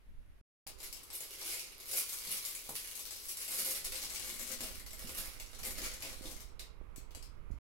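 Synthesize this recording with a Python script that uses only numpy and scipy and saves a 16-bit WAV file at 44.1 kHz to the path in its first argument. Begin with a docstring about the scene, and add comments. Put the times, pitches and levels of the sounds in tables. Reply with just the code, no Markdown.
"""Aluminium foil peeled back from a dish of pasta on a kitchen counter, heard from a hand-held phone.
Its facets buckle in little avalanches of clicks, big creases snap, the loose sheet flaps and bumps
the dish. The kitchen rings briefly; the hand on the phone rumbles, mostly in the right microphone.
A moment of another room's quiet air and a short silence come first."""
import sys
import numpy as np
from scipy import signal
from scipy.fft import rfft, irfft
from scipy.io import wavfile
from scipy.ndimage import uniform_filter1d

SR = 44100
rng = np.random.default_rng(int(sys.argv[2]) if len(sys.argv) > 2 else 0)


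def materialize(psi):
    """Save the field psi as 16-bit PCM at rate SR to the path in sys.argv[1].

    A 1-D psi becomes a single channel; in a 2-D psi each row is a channel.
    """
    bounded = np.clip(np.atleast_2d(psi).T, -1, 1)
    quanta = np.round(bounded * 32767).astype(np.int16)
    wavfile.write(sys.argv[1], SR, quanta)


N = 340888
TIME, FREQS = np.arange(N) / SR, np.fft.rfftfreq(N, 1 / SR)
FIRST_ROOM_END_S, KITCHEN_START_S, KITCHEN_END_S = 0.413, 0.665, 7.587
USUAL_EFFORT_DB = -50  # an ordinary pull on the foil


def amp(db):
    return 10 ** (np.asarray(db) / 20)


def unit_rms(x):
    return x / np.sqrt(np.mean(x ** 2) + 1e-20)


def at_hz(table, hz, column=1):
    """One column of a spectrum table, interpolated on a log-frequency axis."""
    table = np.array(table, float)
    return np.interp(np.log(hz + 1), np.log(table[:, 0] + 1), table[:, column])


def over_time(table):
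    return np.interp(TIME, *np.transpose(table))


def add(mix, start_s, sound):
    part = mix[:, max(round(start_s * SR), 0):][:, :sound.shape[1]]
    part += sound[:, :part.shape[1]]


def colour(x, gain_db, size=2048):
    """Causal filter with the response gain_db(hz)."""
    log_gain = np.log(amp(gain_db(abs(np.fft.fftfreq(size, 1 / SR)))))
    taps = np.fft.ifft(np.exp(np.conj(signal.hilbert(log_gain)))).real
    return signal.oaconvolve(x, taps[None, :size // 2], axes=1)[:, :N]


def unit_band(x, lo_hz, hi_hz):
    return unit_rms(signal.sosfilt(signal.butter(3, [lo_hz, hi_hz], "band", fs=SR, output="sos"), x))


def noise(spectrum):
    """Two unrelated channels of steady noise with a given spectrum."""
    return unit_rms(irfft(rfft(rng.standard_normal((2, N))) * amp(at_hz(spectrum, FREQS)), N))


def thud(hz, decay_cycles):
    """A soft blow sets off a damped swing."""
    turns = np.arange(SR // 5) / SR * hz
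    swing = np.sin(2 * np.pi * turns) * np.exp(-turns / decay_cycles) * (1 - np.exp(-turns / 0.11))
    return swing / abs(swing).max()


# Room tone of the first room. Each row: frequency in Hz, relative density in dB.
FIRST_ROOM_AIR = [(40, -26), (110, -33), (300, -6.5), (450, -5), (800, -11.5), (1200, -12), (2000, -11),
                  (4000, -20), (8000, -27.5), (11000, -20.5), (15500, -32)]
# Room tone of the kitchen. Each row: frequency in Hz, relative density in dB, left over right in dB.
KITCHEN_AIR = [(39.4, 8.5, -6.5), (110, -3.5, -4), (191, -10.5, 1.5), (410, -2, -6.5), (750, -14.5, -13),
               (1020, -11.5, -15.5), (1330, -15.5, -21.5), (1780, -17, -4), (2100, -18.5, -18.5),
               (3120, -24, -9.5), (7600, -35.5, 9), (11300, -31.5, -9.5), (15500, -39, 7)]


def room_tone(first_room_db=-73, kitchen_db=-62):
    """Steady air noise around the microphones, softer in the first room."""
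    air = noise(KITCHEN_AIR)
    left = colour(air[:1], lambda hz: at_hz(KITCHEN_AIR, hz, column=2) / 2)
    right = colour(air[1:], lambda hz: -at_hz(KITCHEN_AIR, hz, column=2) / 2)
    first_room = amp(first_room_db) * noise(FIRST_ROOM_AIR)
    return np.where(TIME < KITCHEN_START_S, first_room, amp(kitchen_db) * np.vstack([left, right]))


# Rumble in the phone's case. Each row: frequency in Hz, relative density in dB.
CASE_RUMBLE = [(10, -8.5), (22, -3), (36, -8.5), (55, -9), (80, -19), (130, -25.5), (300, -37),
               (900, -99.5)]
# The hand on the phone, shakier once it leans over the dish.
# Each row: time in seconds, relative level in dB.
HAND_SHAKE = [(0.03, -65), (0.09, -51.5), (0.41, -60), (0.67, -56.5), (0.96, -61), (1.2, -74), (3.6, -78),
              (3.85, -55), (4.55, -57), (4.77, -50.5), (5.55, -53), (5.7, -48), (6.7, -52.5), (7.58, -46.5)]
# Fingers shift on the case. 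Each row: start in seconds, peak on the right in dB, pitch in Hz.
FINGER_TAPS = [(6.21, -35.5, 254), (6.813, -36.5, 337), (6.981, -36.5, 224), (7.173, -40, 319),
               (7.504, -33.5, 160), (7.515, -27, 37.7), (7.538, -36, 110)]


def handling_noise():
    """The case carries rumble and taps; in the kitchen the grip lies by the right microphone."""
    left_db = np.where(TIME < KITCHEN_START_S, -4, -19)
    out = noise(CASE_RUMBLE) * amp(over_time(HAND_SHAKE) + 4.5) * amp([left_db, np.zeros(N)])
    for start_s, db, hz in FINGER_TAPS:
        add(out, start_s, amp([[db - 35], [db]]) * thud(hz, decay_cycles=0.34))
    return out


# The kitchen's ring, heard at the counter. Each row: frequency in Hz, seconds to fall by 60 dB.
KITCHEN_T60 = [(200, 0.36), (1000, 0.21), (3500, 0.36), (9000, 0.23), (15000, 0.19)]


def kitchen_reverb(x, wet_db, build_s=0.0023, tails=4):
    """Direct sound plus diffuse tails; the echo pattern shifts as the sound moves over the sheet."""
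    out = x.copy()
    for k in range(tails):
        hz, t, spectra = signal.stft(rng.standard_normal((2, SR // 2)), SR, nperseg=256)
        spectra *= amp(-60 * t / at_hz(KITCHEN_T60, hz)[:, None]) * (1 - np.exp(-t / build_s))
        tail = signal.istft(spectra, SR, nperseg=256)[1]
        tail /= np.linalg.norm(tail[0])
        share = np.sqrt(2 / tails) * np.cos(np.pi * (TIME * 7 + k / tails))
        out += amp(wet_db) * signal.fftconvolve(x * share, tail, axes=1)[:, :N]
    return out


# The phone's microphone pair. Each row: frequency in Hz, left over right in dB, likeness from 0 to 1.
MIC_PAIR = [(200, 4.5, 1), (500, -4.5, 0.99), (1020, 3, 0), (1530, 0, 0.6), (2190, -3.5, 0.06),
            (3950, 2.5, 0), (5600, 3, 0.1), (6400, 10, 0.2), (7600, 24, 0), (9000, 31.5, 0.99),
            (9870, -2, 0), (10380, -0.5, 0.98), (12200, 1.5, 0.6), (14000, 9, 0.3)]
# Arrival at the right microphone. 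Each row: frequency in Hz, lag behind the left in milliseconds.
RIGHT_LAG = [(100, 0), (4000, 0.31), (5200, 0.0)]


def microphones(x):
    """The two microphones hear alike in some bands; in others the right one is shadowed."""
    left, right = rfft(x)
    alike = np.clip(at_hz(MIC_PAIR, FREQS, column=2), 0, 1)
    lean = amp(at_hz(MIC_PAIR, FREQS))
    mid = np.sqrt(1 + alike) * (left + right) / 2
    side = np.sqrt(1 - alike) * (left - right) / 2
    lag = np.exp(-2j * np.pi * FREQS * at_hz(RIGHT_LAG, FREQS) / 1000)
    return irfft(np.array([lean * (mid + side), lag * (mid - side)]) * np.sqrt(2 / (1 + lean ** 2)), N)


# Soft blows at the dish. Each row: start in seconds, relative level in dB, pitch in Hz, decay in cycles.
SHEET_BUMPS = [(0.668, -47.5, 770, 1.1), (1.208, -51.5, 580, 1.2), (1.935, -55.5, 635, 22),
               (1.95, -57, 518, 15), (2.273, -56, 180, 0.9), (2.692, -35.5, 860, 0.49),
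               (2.705, -49, 440, 0.94), (4.605, -49, 242, 1.3), (5.044, -49, 217, 0.88),
               (5.644, -58, 532, 9.6), (6.022, -61, 500, 1.9), (6.254, -49, 312, 2.2)]


def sheet_bumps():
    """The loose sheet flaps or bumps against the dish."""
    out = np.zeros((2, N))
    for start_s, db, hz, decay_cycles in SHEET_BUMPS:
        add(out, start_s, amp([[db], [db]]) * thud(hz, decay_cycles))
    return out


# The foil's broad spectrum. Each row: frequency in Hz, gain in dB.
FOIL_SPECTRUM = [(100, -27.5), (220, -14), (370, -5.5), (530, -7.5), (760, -4), (1650, -9), (2050, -7),
                 (3300, -4), (5000, -5), (7800, -1.5), (9700, -4.5), (10900, -2.5), (13800, -6.5),
                 (15700, -7.5)]
# Resonances of the air under the foil, then of the bent sheet.
# Each row: centre in Hz, width in Hz, gain in dB.
FOIL_RESONANCES = [(240, 18, 3), (303, 16, 5), (385, 58, 9), (528, 30, 15.5), (635, 28, 9.5),
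                   (830, 26, 10.5), (1076, 260, 5), (2260, 370, 3), (3380, 600, -2), (4800, 1500, 3.5)]


def foil_gain_db(hz):
    """The sheet and the hollow beneath it colour every click."""
    peaks_db = sum(db / (1 + (2 * (hz - centre) / width) ** 2) for centre, width, db in FOIL_RESONANCES)
    return at_hz(FOIL_SPECTRUM, hz) + peaks_db


def facet_pop(ring_s, uneven_db, ping_hz, ping_db, ping_s, size=1400):
    """One facet pops: a crack that dies in a few ms, and a thin metallic ping."""
    t, hz = np.arange(size) / SR, np.fft.rfftfreq(size, 1 / SR)
    modes_db = uneven_db * np.interp(hz, np.linspace(0, SR / 2, num=18), rng.standard_normal(18))
    phases = np.exp(2j * np.pi * rng.random((2, len(hz))))
    crack = irfft(phases * amp(modes_db)) * np.exp(-t / ring_s)
    ping = np.sin(2 * np.pi * (ping_hz * t + rng.random((2, 1)))) * np.exp(-t / ping_s)
    return unit_rms(unit_rms(crack) + amp(ping_db) * unit_rms(ping)) / np.sqrt(size)


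# Big creases giving way over the dish.
# Each row: start in seconds, relative level in dB, relative treble in dB, ping in Hz.
CREASE_SNAPS = [(0.668, -38, -6.5, 2370), (0.6739, -37, -4, 9100), (0.8034, -36.5, -13, 7400),
                (0.9277, -39.5, 5, 5430), (0.968, -41.5, -4, 2840), (1.0335, -45, 1.5, 9100),
                (1.103, -35, -33, 8250), (1.206, -35.5, 0.5, 6900), (1.4137, -32.5, -26, 5700),
                (1.801, -39.5, -5.5, 4900), (1.933, -28, -2.5, 9000), (2.094, -41, 7.5, 8400),
                (2.2227, -40.5, -6.5, 3950), (2.2726, -31, -16, 4320), (2.4514, -39, 8.5, 7040),
                (2.9543, -47.5, 13.5, 9000), (3.108, -31.5, -12, 8000), (3.4798, -35, 0, 8460),
                (3.858, -31, -25, 8650), (3.9559, -29, -16.5, 8260), (4.0485, -31.5, -10.5, 5650),
                (4.1036, -34, -8, 7700), (4.1971, -30.5, -8, 2900), (4.517, -32, -1, 8600),
                (4.6068, -29, -5.5, 8850), (4.9074, -38, -17.5, 7900), (5.3994, -35, -5.5, 2720),
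                (5.548, -41.5, -6, 6100), (5.6322, -34.5, -3.5, 5600), (5.8182, -32.5, -16, 6500),
                (5.938, -34.5, -21, 8060), (6.0234, -29, -22, 2520), (6.257, -35, -31, 3580),
                (6.405, -48, 4, 3900), (6.5948, -33, -19, 3860), (6.961, -43.5, -1.5, 7860),
                (6.979, -49.5, -21.5, 4370), (7.1084, -48, -29, 2940), (7.149, -36.5, -16, 8050),
                (7.2259, -42.5, -9, 4830), (7.5132, -57, -18, 6900)]


def crease_snaps(ring_s=0.0011, uneven_db=4.5, ping_db=-13, ping_s=0.0011, run_s=0.012, neighbours=10):
    """A big crease snaps through and sets off its neighbours, each weaker and with its own ping."""
    out = np.zeros((2, N))
    for start_s, db, treble_db, ping_hz in CREASE_SNAPS:
        snap = np.zeros((2, 4096))
        add(snap, 0, facet_pop(ring_s, uneven_db, ping_hz, ping_db + 6, ping_s))
        for late in (np.arange(neighbours) + rng.random(neighbours)) / neighbours:
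            crack = facet_pop(ring_s, uneven_db, ping_hz * 2 ** rng.uniform(-.5, 0.75), ping_db, ping_s)
            add(snap, run_s * late, amp(-6 - 8 * late) * crack)
        treble = signal.lfilter([.5, -.5], [1], snap)  # tight creases sound brighter than broad ones
        add(out, start_s, amp(db) * (snap + (amp(treble_db + 6.5) - 1) * treble))
    return amp(16) * colour(out, lambda hz: foil_gain_db(hz) - 6 * (hz < 1500))


# The steady pull that keeps the foil rustling between tugs. Each row: time in seconds, effort in dB.
STEADY_PULL = [(0.76, -74), (0.82, -63), (1.09, -62.5), (1.25, -54), (1.66, -58), (1.76, -67.5),
               (1.82, -54.5), (3.2, -54), (3.85, -47.5), (4.5, -47.5), (4.6, -53), (4.88, -59),
               (5.28, -58.5), (5.35, -59), (5.52, -58.5), (5.75, -51.5), (6.42, -60.5), (6.5, -79.5)]
# Tugs on the foil. Each row: peak time in seconds, effort in dB, rise and fall in seconds,
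# extra fine wrinkles in dB, extra flexing of the sheet in dB.
FOIL_TUGS = [(0.831, -49.5, 0.035, 0.076, 2, 4.5), (1.153, -44.5, 0.021, 0.026, 6.5, -6),
             (1.215, -47.5, 0.013, 0.024, 6, -2), (1.498, -42, 0.13, 0.14, -1, 0.5),
             (1.978, -39, 0.086, 0.059, 2.5, -3.5), (2.12, -47.5, 0.09, 0.24, 2.5, -6),
             (2.32, -39, 0.035, 0.08, -1, -3.5), (2.479, -43.5, 0.04, 0.093, 0.5, -9),
             (2.77, -49, 0.15, 0.22, 4, -9), (3.0, -49, 0.03, 0.074, 3.5, 2),
             (3.31, -51.5, 0.18, 0.33, 9, -13.5), (3.6, -41, 0.18, 0.09, 0, -2),
             (3.709, -40, 0.06, 0.041, 4, 2), (4.64, -49, 0.046, 0.14, 3, 2),
             (5.21, -46.5, 0.25, 0.082, 3.5, 0.5), (5.659, -46.5, 0.056, 0.073, 3.5, 3.5),
             (5.84, -41, 0.063, 0.05, -5, -0.5), (6.06, -45.5, 0.024, 0.058, -2, 5),
             (6.298, -54, 0.082, 0.1, 3, 11.5)]


def pull_levels(tug_drop_db=11, flex_lead_s=0.015):
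    """Pull plus tugs give the effort; fine wrinkles and the sheet's flexing follow it. All in dB."""
    power, character = amp(over_time(STEADY_PULL)) ** 2, np.zeros((2, N))
    for peak_s, db, rise_s, fall_s, fine_db, flex_db in FOIL_TUGS:
        away = np.maximum((peak_s - TIME) / abs(rise_s), (TIME - peak_s) / abs(fall_s))
        tug = amp(db - tug_drop_db * np.minimum(away, 20)) ** 2
        power += tug
        character += np.outer([fine_db, flex_db], tug)
    effort = 10 * np.log10(power)
    tug_fine, tug_flex = character / power
    opened = np.interp(TIME, [3.0, 6.2], [0, 1])  # the dish goes from covered to open
    extra = effort - USUAL_EFFORT_DB
    fine = effort - 3 + 0.32 * extra - opened + tug_fine
    flex = effort - 23.5 + 0.3 * extra + 10.5 * opened + tug_flex
    early_flex = np.interp(TIME + flex_lead_s, TIME, flex)  # the sheet bends before its facets give way
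    return effort, fine, early_flex


def avalanches(slips_per_s=55, fade_s=.008):
    """Each slip of the foil starts a surge at once, which then dies away."""
    slips = (rng.random(N) < slips_per_s / SR) * amp(np.minimum(rng.exponential(1, N), 3))
    return 0.75 + signal.lfilter([1], [1, -np.exp(-1 / (fade_s * SR))], slips)


def ring_facets(kicks, refold_s=0.25, scatter_db=1.5, facets=20):
    """Each kick rings one facet with its own ping and side; each refold brings new facets into play."""
    struck = rng.integers(0, facets, N)
    out, step = np.zeros((2, N)), round(refold_s * SR)
    for start in range(0, N, step):
        now = slice(start, start + step)
        pings_hz = np.geomspace(2200, 14500, facets) * 2 ** (rng.uniform(-0.73, 1, facets) / 10)
        for k, ping_hz in enumerate(pings_hz):
            side = amp(scatter_db * rng.standard_normal() * np.array([[.5], [-.5]]))
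            ring_s = 0.001 * 2 ** rng.uniform(-0.86, 1)
            pop = facet_pop(ring_s, uneven_db=4, ping_hz=ping_hz, ping_db=-12, ping_s=0.0023)
            own_kicks = kicks[now] * (struck[now] == k)
            add(out, start / SR, signal.fftconvolve(own_kicks[None], side * pop, axes=1))
    return out


# Where the foil gives way, heard from the phone. Each row: time in seconds, left over right in dB.
PEEL_POSITION = [(0.8, -3.5), (2.1, -5.5), (3.0, -1.5), (3.75, -5), (4.5, 0.5), (5.45, -7), (5.8, -2.5),
                 (6.5, 0.5)]


def foil_crinkle(base_per_s=1500, spread_db=4):
    """Facets buckle in avalanches, more of them the harder the pull; most are tiny, a few are large."""
    effort_db, fine_db, flex_db = pull_levels()
    apart = np.interp(effort_db, [-48, -42], [1, .3])  # a hard pull merges the slips into one surge
    surge = avalanches() ** apart
    pops_per_s = base_per_s * surge * amp(.7 * (effort_db - USUAL_EFFORT_DB)) + 150
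    buckles = rng.random(N) < pops_per_s / SR
    size_db = spread_db * np.sqrt(apart) * np.minimum(rng.exponential(1, N), 4.5)
    clicks = ring_facets(buckles * surge * amp(size_db))
    local_rms = np.sqrt(abs(uniform_filter1d((clicks ** 2).mean(0), size=4400)) + 1e-9)
    clicks = colour(clicks / local_rms, foil_gain_db)  # levelled: the hand's work sets the loudness
    loose_db = np.interp(TIME, [1.3, 2.2, 5.8], [-25, -7, -3])  # the freed sheet sways lower
    sheet = unit_band(clicks, 87, 667) + amp(loose_db) * unit_band(clicks, 60, 263)
    panels_db = np.interp(TIME, [3.0, 4.3, 5.7], [-25, -12, -7])  # flat panels buckle as it folds back
    creases = unit_band(clicks, 1390, 6840) + amp(panels_db) * unit_band(clicks[::-1], 1240, 2160)
    wrinkles = unit_band(clicks, 8080, 18200)
    crinkle = amp(effort_db - 6) * creases + amp(fine_db) * wrinkles + amp(flex_db) * sheet
    pan_db = over_time(PEEL_POSITION)
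    pulling = (TIME > STEADY_PULL[0][0]) & (TIME < STEADY_PULL[-1][0])
    return crinkle * amp(np.array([pan_db, -pan_db]) / 2) * pulling


def scene():
    """Foil and kitchen reach the phone's two microphones, over handling noise and room tone."""
    foil = kitchen_reverb(foil_crinkle(), wet_db=3.5)
    foil += kitchen_reverb(crease_snaps(), wet_db=3)
    foil += kitchen_reverb(sheet_bumps(), wet_db=4)
    return microphones(foil) + handling_noise() + room_tone()


def record(dry):
    """The phone is silent between the two rooms and at the end, and passes nothing above 16 kHz or so."""
    running = (TIME < FIRST_ROOM_END_S) | ((TIME > KITCHEN_START_S) & (TIME < KITCHEN_END_S))
    gated = dry * uniform_filter1d(running.astype(float), size=64)
    lowpass = signal.firwin(401, 15900, window=("kaiser", 9), fs=SR)
    return signal.oaconvolve(gated, lowpass[None], "same")


dry = scene()
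out = record(dry)
materialize(out)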